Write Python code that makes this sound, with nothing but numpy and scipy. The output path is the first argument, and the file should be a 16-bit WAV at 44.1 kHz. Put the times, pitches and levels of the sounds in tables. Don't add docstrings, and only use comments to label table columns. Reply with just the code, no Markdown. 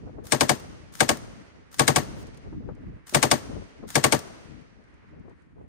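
import sys
import numpy as np
from scipy import signal
from scipy.fft import rfft, irfft, next_fast_len
from scipy.io import wavfile
from scipy.ndimage import uniform_filter1d

SR = 44100
rng = np.random.default_rng(int(sys.argv[2]) if len(sys.argv) > 2 else 0)


def level_to_linear(level):
    exponent = np.asarray(level, float) / 20
    return 10 ** exponent


def transcribe(signal):
    frames = np.atleast_2d(signal).T
    limited = np.clip(frames, -1, 1)
    pcm = np.round(limited * 32767).astype(np.int16)
    wavfile.write(sys.argv[1], SR, pcm)


N = 250487
LEAD_S = 0.014
SLOW_S = np.arange(0, N / SR + .002, .002)

# (time [s], crack peak [dB], blast above it [dB], bark above it [dB], left minus right [dB])
ROUNDS = [(0.3215, -11, -11, -12.5, 10.5), (0.4086, -11, -8.5, -8, 9.0), (0.4928, -11.5, -9, -8.5, 11),
          (1.005, -11, -9.5, -7.5, 11), (1.0902, -11, -10.5, -5.5, 7.5), (1.7942, -9.5, -11.5, -10.5, 10),
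          (1.8784, -9.5, -11.5, -8, 9.5), (1.9601, -10.5, -11, -7.5, 10), (3.1461, -9, -12, -5, 9),
          (3.2277, -9.5, -10.5, -7, 8.5), (3.3132, -9.5, -10.5, -8, 9.5), (3.9545, -10.5, -11, -19, 11),
          (4.04, -9, -11.5, -3, 8), (4.1234, -10, -9.5, -10, 10)]
# (frequency [Hz], level [dB per Hz])
CRACK = [(1120, -29), (1900, -4), (2800, -8), (5180, -10), (5670, -10), (7580, -11), (8520, -5.5),
         (9940, -15), (11600, -23), (13900, -20), (15600, -36.5), (16500, -46)]
# (frequency [Hz], level [dB per Hz])
BARK = [(350, -36.5), (620, 3.5), (900, -16), (1100, 3.5), (1330, -14), (1600, -7), (1900, -14),
        (2200, -11), (2700, -13), (3500, -26.5)]
# (frequency [Hz], level [dB per Hz])
WASH = [(35, -37), (60, -2), (246, -3), (573, -11), (1470, -16), (1730, -11), (2460, -21.5), (8540, -24.5),
        (11300, -34), (14300, -27), (16500, -69)]


def rounds():
    out = np.zeros((2, N))
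    trench = pair(6144, CRACK, 0.15), pair(6144, BARK, 0.96), pair(6144, WASH, 0.04)
    for time, db, blast_db, bark_db, pan_db in ROUNDS:
        add(out, shot(blast_db, bark_db, trench), time - LEAD_S, db, pan_db - 7.0)
    return out


# (frequency [Hz], left minus right [dB])
NEAR_PORT = [(60, 7), (110, 1.5), (200, -3), (380, 8.5), (700, 9), (1290, 0), (2380, 2), (4400, 8),
             (8120, 7.5), (15000, -3)]
# (delay [s], level [dB])
NEAR_ECHOES = [(.002, -6), (.0038, -2), (.007, -5), (.0082, -6), (.0115, -3), (.013, -5), (.0151, 0),
               (.0178, -5), (.0203, -8), (.0217, -4), (.0269, -6), (.0303, -6), (.0351, -13), (.0403, -14),
               (.0435, -13)]
# (delay [s], level [dB])
FAR_ECHOES = [(.0049, -13), (.0093, -8), (.0107, -10), (.013, -12), (.0156, -12), (.0169, -11),
              (.0185, -10), (.0213, -12), (.0237, -14), (.0294, -16), (.0356, -18), (.0445, -18)]


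def shot(blast_db, bark_db, trench):
    t = np.arange(6144) / SR - LEAD_S
    spurts = flicker(len(t), 1500, 2.5)[0]
    crack = again(trench[0], CRACK, .6, fresh=.6)
    bark = again(trench[1], BARK, .5, fresh=.5)
    wash = again(trench[2], WASH, .3, fresh=.4)

    lead_in = level_to_linear(-21.0) * fade(t + 0.011, 0.003, .3)
    lead_in = lead_in + level_to_linear(-11.0) * level_to_linear(60 * np.minimum(t, 0) / 0.0052)
    lead_in = lead_in * (t < 0)
    burst = np.minimum(fade(t, 0.00017, 0.051), .7) * 1.34
    crack = crack * (spurts * burst + lead_in)
    bark = bark * np.minimum(fade(t - .0006, 0.0006, 0.064), .5)

    early_wash = level_to_linear(-3.5) * (t < 0) * fade(t + 0.0067, 0.012, 0.1)
    late_slap = 1.4 * fade(t - .021, 0.0063, 0.034)
    wash = wash * (fade(t, .013, 0.19) + late_slap + early_wash)

    gas = crack * level_to_linear(-5.5) + bark * level_to_linear(bark_db + 1.0) + wash * level_to_linear(-9.5)
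    left_shade = [(hz, db / 2) for hz, db in NEAR_PORT]
    right_shade = [(hz, -db / 2) for hz, db in NEAR_PORT]
    gas = np.array([colour(gas[0], left_shade), colour(gas[1], right_shade)])

    near = blast(t, NEAR_ECHOES, .00004, 1.2)
    far = blast(t, FAR_ECHOES, .0002, 2.5) * level_to_linear(3)
    return gas + (np.array([near, far]) + hollows(t)) * level_to_linear(blast_db + 14.5)


def again(kept, spectrum, alike, fresh):
    return np.sqrt(1 - fresh ** 2) * kept + fresh * pair(kept.shape[1], spectrum, alike)


def blast(t, echoes, scatter_s, scatter_db):
    delay, db = np.transpose(echoes)
    chance = rng.standard_normal((2, len(delay)))
    width = (0.00018 + 0.0078 * delay)[:, None]
    arrival = (delay + scatter_s * chance[1])[:, None]
    dips = -level_to_linear(db + scatter_db * chance[0]) @ np.exp(-((t - arrival) / width) ** 2)
    leak = signal.butter(1, 260, "highpass", fs=SR, output="sos")
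    return signal.sosfilt(leak, dips)


# (frequency [Hz], level [dB], time to fall 60 dB [s], right minus left [dB])
HOLLOWS = [(88, -21, 0.23, -2), (261, -14.5, 0.16, -5.5), (466, -15, 0.043, -3.5), (598, -9, 0.029, -5.5),
           (740.3, -10.5, 0.067, 0.5), (1059, -12.5, .05, -4.5), (1114, -15, 0.12, -4.5),
           (1645, -3.5, 0.027, -9), (1710, -11.5, .025, -9), (2260, -4, 0.015, -12.5)]


def hollows(t):
    hz, db, t60, far_db = np.transpose(HOLLOWS)[:, :, None]
    chance = rng.standard_normal((3, *hz.shape))
    db = db + 3 * chance[0]
    hz = hz * (1 + .025 * chance[1])
    ports = (0, .001), (far_db, 0.002814 + .0008 * chance[2])  # (level [dB], delay [s])
    out = []
    for port_db, late in ports:
        ring = fade(t - late, 2.1 / hz, t60) * np.sin(2 * np.pi * hz * (t - late))
        out.append(np.sum(level_to_linear(db + port_db) * ring, axis=0))
    return np.array(out)


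# (first round time [s], force on the trigger [dB], bolt caught again [s], catch peak [dB],
# recoil into the wall [dB])
BURSTS = [
    (0.3205, 0, 0.5504, -36, -3),
    (1.005, .5, 1.1696, -35, 0),
    (1.7949, -1.5, 2.0305, -38, 2),
    (3.1462, 1.5, 3.3785, -38, 0),
    (3.9553, 5, 4.19, -30.5, 0),
]


def thuds():
    out, t = np.zeros((2, N)), np.arange(8192) / SR
    times, db = np.transpose(ROUNDS)[:2]
    first = np.diff(times, prepend=-1) > .5
    recoil_db = np.transpose(BURSTS)[4][np.cumsum(first) - 1]
    db = db + 4 * first + recoil_db
    chance = rng.standard_normal((len(times), 3))
    for time, level, (bend, jolt, turn) in zip(times, db, chance):
        phase = 2 * np.pi * 138 * (1 + .03 * bend) * t + np.array([[0], [turn]])
        thud = fade(t, 0.03, 0.085) * np.sin(phase)
        add(out, thud, time + 0.009, level + 2 * jolt, 6)
    return out


EARLIER_S = (-.5, -.41)
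# (frequency [Hz], level [dB per Hz])
ROLL = [(120, -39.5), (200, -12), (306, -10.5), (728, -13), (1200, -16), (1500, -20.5), (3630, -28),
        (5970, -23.5), (7590, -29.5), (8330, -24), (10400, -31), (11400, -38), (14000, -35.5),
        (16500, -62.5)]
# (frequency [Hz], time to fall 60 dB [s])
ROLL_T60 = [(250, 2.1), (1000, 1.4), (2500, 2.54), (5000, 1.3), (9000, 1), (14000, 0.7)]


def roll(times, db):
    t = np.arange(3 * SR) / SR
    spectrum = rfft(pair(len(t), ROLL, -0.28, lag=0))
    hz = np.arange(len(t) // 2 + 1) / 3
    octave = np.log2(np.maximum(hz, 1))
    tail = 0
    for mid in 125 * 2. ** np.arange(8):
        share = np.maximum(1 - np.abs(octave - np.log2(mid)), 0)
        tail = tail + irfft(spectrum * share, len(t)) * fade(t, 0.015, along(ROLL_T60, mid))
    tail = tail * flicker(len(t), 34, 0.94)
    hits = np.zeros((1, N + SR))
    hits[0, ((times + 1) * SR).astype(int)] = level_to_linear(db)
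    return signal.fftconvolve(hits, tail, axes=1)[:, SR:SR + N]


# (frequency [Hz], level [dB per Hz])
RIDGE = [(300, -29), (900, -5.5), (1400, -6), (2100, -6), (3500, -22.5), (5500, -26), (9000, -44.5)]


def ridge(times):
    power = sum(fade(SLOW_S - time - 0.83, 0.13, 1.9) ** 2 for time in times)
    return pair(N, RIDGE, 0.079) * gain(power) * level_to_linear(-60)


# (frequency [Hz], level [dB per Hz])
CLICK = [(470, -29.5), (800, -5.5), (1580, -4.5), (2470, -12.5), (5550, -7.5), (9570, -8.5), (11400, -15.5),
         (15300, -13), (16500, -26)]
# (frequency [Hz], level [dB per Hz])
FAINT_CLICK = [(1000, -27), (2500, -14), (5000, -9), (8800, -10), (10500, -16), (16000, -30)]
# (time [s], peak [dB])
LINKS = [(0.597, -41), (2.2678, -48), (2.3436, -54), (2.372, -49), (2.7489, -62), (3.0688, -41),
         (3.8793, -42), (4.61, -62.5), (4.8387, -67.5), (4.9394, -66.5), (5.1944, -70.5), (5.2944, -66),
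         (5.4194, -68)]
# (start [s], end [s], level [dB])
BELT_DRAG = (2.15, 2.24, -59)


def action():
    out, t = np.zeros((2, N)), np.arange(4096) / SR
    # (lead [s], peak [dB], left minus right [dB], time to fall 60 dB [s])
    trigger, sear = (0.068, -43, 4, 0.035), (0.0533, -33.5, 3.5, 0.028)
    clicks, scrapes = [], [BELT_DRAG]
    for time, force_db, caught, catch_db, _ in BURSTS:
        for lead, db, pan_db, t60 in (trigger, sear):
            clicks.append((time - lead, db + force_db, pan_db, t60))
        clicks.append((caught, catch_db, 2, 0.028))
        scrapes.append((time - 0.088, time, -51 + 0.7 * force_db))
    clicks += [(time, db, 6, 0.031) for time, db in LINKS]

    for time, db, pan_db, t60 in clicks:
        tick = pair(len(t), CLICK if db > -45 else FAINT_CLICK, 0.2)
        tick = tick * fade(t, .0005, t60)
        add(out, tick, time + 0.00079, db - 3.0, pan_db)
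    for start, end, db in scrapes:
        n = int((end - start) * SR)
        scrape = pair(4096, CLICK, .4) * flicker(4096, 250, 2.0)
        shape = np.linspace(.4, 1.3, n) * signal.windows.tukey(n, .3)
        add(out, scrape[:, :n] * shape, start, db, 2.5)
    return out


# (time [s], peak [dB], left minus right [dB])
POPS = [
    (0.075, -44, 6),
    (0.183, -42, 18),
    (2.526, -39, 0),
    (2.634, -51, 6),
    (2.688, -35.5, 7),
    (3.126, -33.5, 3),
    (3.827, -38, 5.5),
    (5.279, -48, 11),
    (5.58, -51, -3),
]
# (frequency [Hz], level [dB per Hz])
POP = [(120, -23.5), (300, 11), (700, -7.5), (1300, -11.5), (2200, -31.5), (4000, -86.5)]


def pops():
    out, t = np.zeros((2, N)), np.arange(4096) / SR
    for time, db, pan_db in POPS:
        pop = pair(len(t), POP, 0.1, lag=0) * fade(t, 0.00076, 0.1)
        add(out, pop, time, db, pan_db)
    return out


# (middle [s], length [s], rumble [dB], flutter above it [dB], left minus right [dB])
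GUSTS = [(0.056, 0.072, -44, -10, 1), (0.192, 0.15, -47, -6.5, 3.5), (0.68, 0.16, -48.5, -11.5, 2),
         (0.85, 0.26, -54, -17.5, 4.5), (1.248, 0.21, -48, -11.5, 1), (1.4, 0.051, -56, -14.5, 10),
         (1.593, 0.073, -55.5, -8, -0.5), (2.11, 0.37, -43.5, -10, 1), (2.303, 0.058, -75, -23.5, 16),
         (2.477, 0.048, -42, -10.5, 1.5), (2.566, 0.077, -39.5, -31, 0), (2.68, 0.12, -42, -10, 5.5),
         (2.884, 0.13, -42.5, -13.5, -0.1), (3.466, 0.12, -48.5, -5.5, 0.5),
         (3.555, 0.11, -39.5, -9.5, 4.5), (3.85, 0.098, -48, -5.5, 5.5), (4.299, 0.15, -54, -5, 6),
         (4.535, 0.14, -52.5, -14.5, 13), (4.773, 0.073, -63.5, -8, 18), (4.94, 0.064, -60, -24, 3),
         (5.051, .06, -67, -3, 5), (5.18, 0.14, -50.5, -12, 3), (5.293, .08, -54, -8.5, 3),
         (5.614, 0.12, -52, -7, -1)]
# (frequency [Hz], level [dB per Hz])
GUST = [(12, -42.5), (20, -11), (44, 8.5), (86, 5), (315, -2.5), (400, -19), (520, -44), (880, -120)]
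# (frequency [Hz], level [dB per Hz])
AIR = [(59, -30.5), (100, -6.5), (381, -11.5), (676, -21), (1870, -16.5), (3700, -35), (7610, -42.5),
       (9020, -40), (16000, -65)]


def wind():
    lull_db, lull_flutter_db = -62, -11.5
    air_db, air_pan_db = -74, -1.5
    hum_db, hum_t60_s = -68, 11
    ports = np.array([[1], [-1]]) / 2

    low, high = level_to_linear(2 * lull_db), level_to_linear(2 * (lull_db + lull_flutter_db))
    for middle, length, db, up_db, pan_db in GUSTS:
        shape = swell(middle, length)
        low = low + shape * level_to_linear(2 * (db + ports * pan_db))
        high = high + shape * level_to_linear(2 * (db + up_db + ports * pan_db))
    far = level_to_linear(2 * air_db)
    for time in np.r_[EARLIER_S, np.transpose(ROUNDS)[0]]:
        far = far + level_to_linear(2 * hum_db) * fade(SLOW_S - time, .05, hum_t60_s) ** 2

    rumble = pair(N, GUST, -.4, lag=0) * flicker(N, 90, 3.0)
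    rumble = rumble / np.sqrt(uniform_filter1d(rumble ** 2, size=2600) + 0.07)
    flutter_tone = [(250, -31), (400, 6.5), (1000, -13.0), (2500, -40.5)]
    flutter = unit(pair(N, flutter_tone, -0.66, lag=0) * flicker(N, 40, 11.0))
    flutter = flutter / np.sqrt(uniform_filter1d(flutter ** 2, size=2000) + .05)
    gusts = rumble * gain(low) * level_to_linear(5.5) + flutter * gain(high) * level_to_linear(7.0)
    gusts = signal.sosfilt(signal.butter(4, 2500, fs=SR, output="sos"), gusts)

    hiss = pair(N, AIR, -0.053, lag=0) * flicker(N, 25, 3.5)
    return gusts + hiss * gain(far) * level_to_linear(ports * air_pan_db)


def swell(middle, length):
    return np.exp(-(2 * (SLOW_S - middle) / length) ** 2)


def gain(power):
    t = np.arange(N) / SR
    return np.array([np.interp(t, SLOW_S, np.sqrt(p)) for p in np.atleast_2d(power)])


def along(table, hz):
    f, v = np.transpose(table)
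    return np.interp(np.log(np.maximum(hz, 1)), np.log(np.maximum(f, 1)), v)


def colour(x, spectrum):
    n = next_fast_len(x.shape[-1])
    hz = np.arange(n // 2 + 1) * SR / n
    return irfft(rfft(x, n) * level_to_linear(along(spectrum, hz)), n)[..., :x.shape[-1]]


def unit(x):
    return x / np.sqrt(np.mean(x ** 2))


def pair(n, spectrum, alike, lag=26):
    near, other = rng.standard_normal((2, n))
    far = alike * np.roll(near, lag) + np.sqrt(1 - alike ** 2) * other
    return unit(colour(np.array([near, far]), spectrum))


def flicker(n, rate, spread_db):
    k = max(int(SR / rate), 1)
    drift = uniform_filter1d(rng.standard_normal((2, n)), k)
    return level_to_linear(spread_db * unit(uniform_filter1d(drift, k)))


def fade(t, rise, t60):
    t = np.maximum(t, 0)
    return (1 - np.exp(-t / rise)) * level_to_linear(-60 * t / t60)


def add(out, x, time, db, pan_db):
    i = int(time * SR)
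    n = min(x.shape[1], N - i)
    out[:, i:i + n] += x[:, :n] * level_to_linear(db + np.array([[pan_db], [-pan_db]]) / 2)


def scene():
    times, db = np.transpose(ROUNDS)[:2]
    times = np.r_[EARLIER_S, times]
    echoes = thuds() + roll(times, np.r_[-14, -14, db] - 33.5) + ridge(times)
    return rounds() + echoes + action() + pops() + wind()


# (low edge [Hz], high edge [Hz], least share of the whole [dB], least level [dB])
DROPS = [(10200, 11000, -36, -97), (11000, 11900, -31, -95), (11900, 12600, -49, -101),
         (12600, 13400, -57, -103), (13400, 14300, -56, -103), (14300, 15300, -54, -101),
         (15300, 16800, -44, -94)]


def starve(x):
    hz, _, frames = signal.stft(x, SR, nperseg=1024)
    power = np.mean(np.abs(frames) ** 2, axis=0) + 1e-18
    whole_db = 10 * np.log10(power.sum(axis=0))
    for low, high, share_db, least_db in DROPS:
        band = (hz >= low) & (hz < high)
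        db = 10 * np.log10(power[band].sum(axis=0)) + 2.5 * rng.standard_normal(len(whole_db))
        frames[:, band] *= (db - whole_db > share_db) & (db > least_db)
    return signal.istft(frames, SR, nperseg=1024)[1][:, :N]


def low_pass(x):
    return signal.sosfilt(signal.butter(12, 16640, fs=SR, output="sos"), x)


# (middle [Hz], width [Hz], level [dB])
GAPS = [(5240, 120, -19.5), (7710, 240, -16), (10550, 1200, -1)]


def record(dry):
    mono_hz, top_hz = 10600, 15600
    n = next_fast_len(N)
    hz = np.arange(n // 2 + 1) * SR / n
    spectrum = rfft(np.tanh(dry * 1.077) / 0.98, n)
    top = np.clip((hz - mono_hz) / 600, 0, 1)
    spectrum = spectrum * (1 - 0.46 * top) + top * np.array([[.1], [.55]]) * spectrum[0]
    gaps_db = sum(db * np.exp(-((hz - mid) / width * 2) ** 2) for mid, width, db in GAPS)
    top_cut_db = -40 * np.clip((hz - top_hz) / 700, 0, 1)
    bass_cut = hz ** 2 / (hz ** 2 + 35 ** 2)
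    spectrum *= level_to_linear(gaps_db + top_cut_db) * bass_cut
    return low_pass(starve(irfft(spectrum, n)[:, :N]))


dry = scene()
out = record(dry)
transcribe(out)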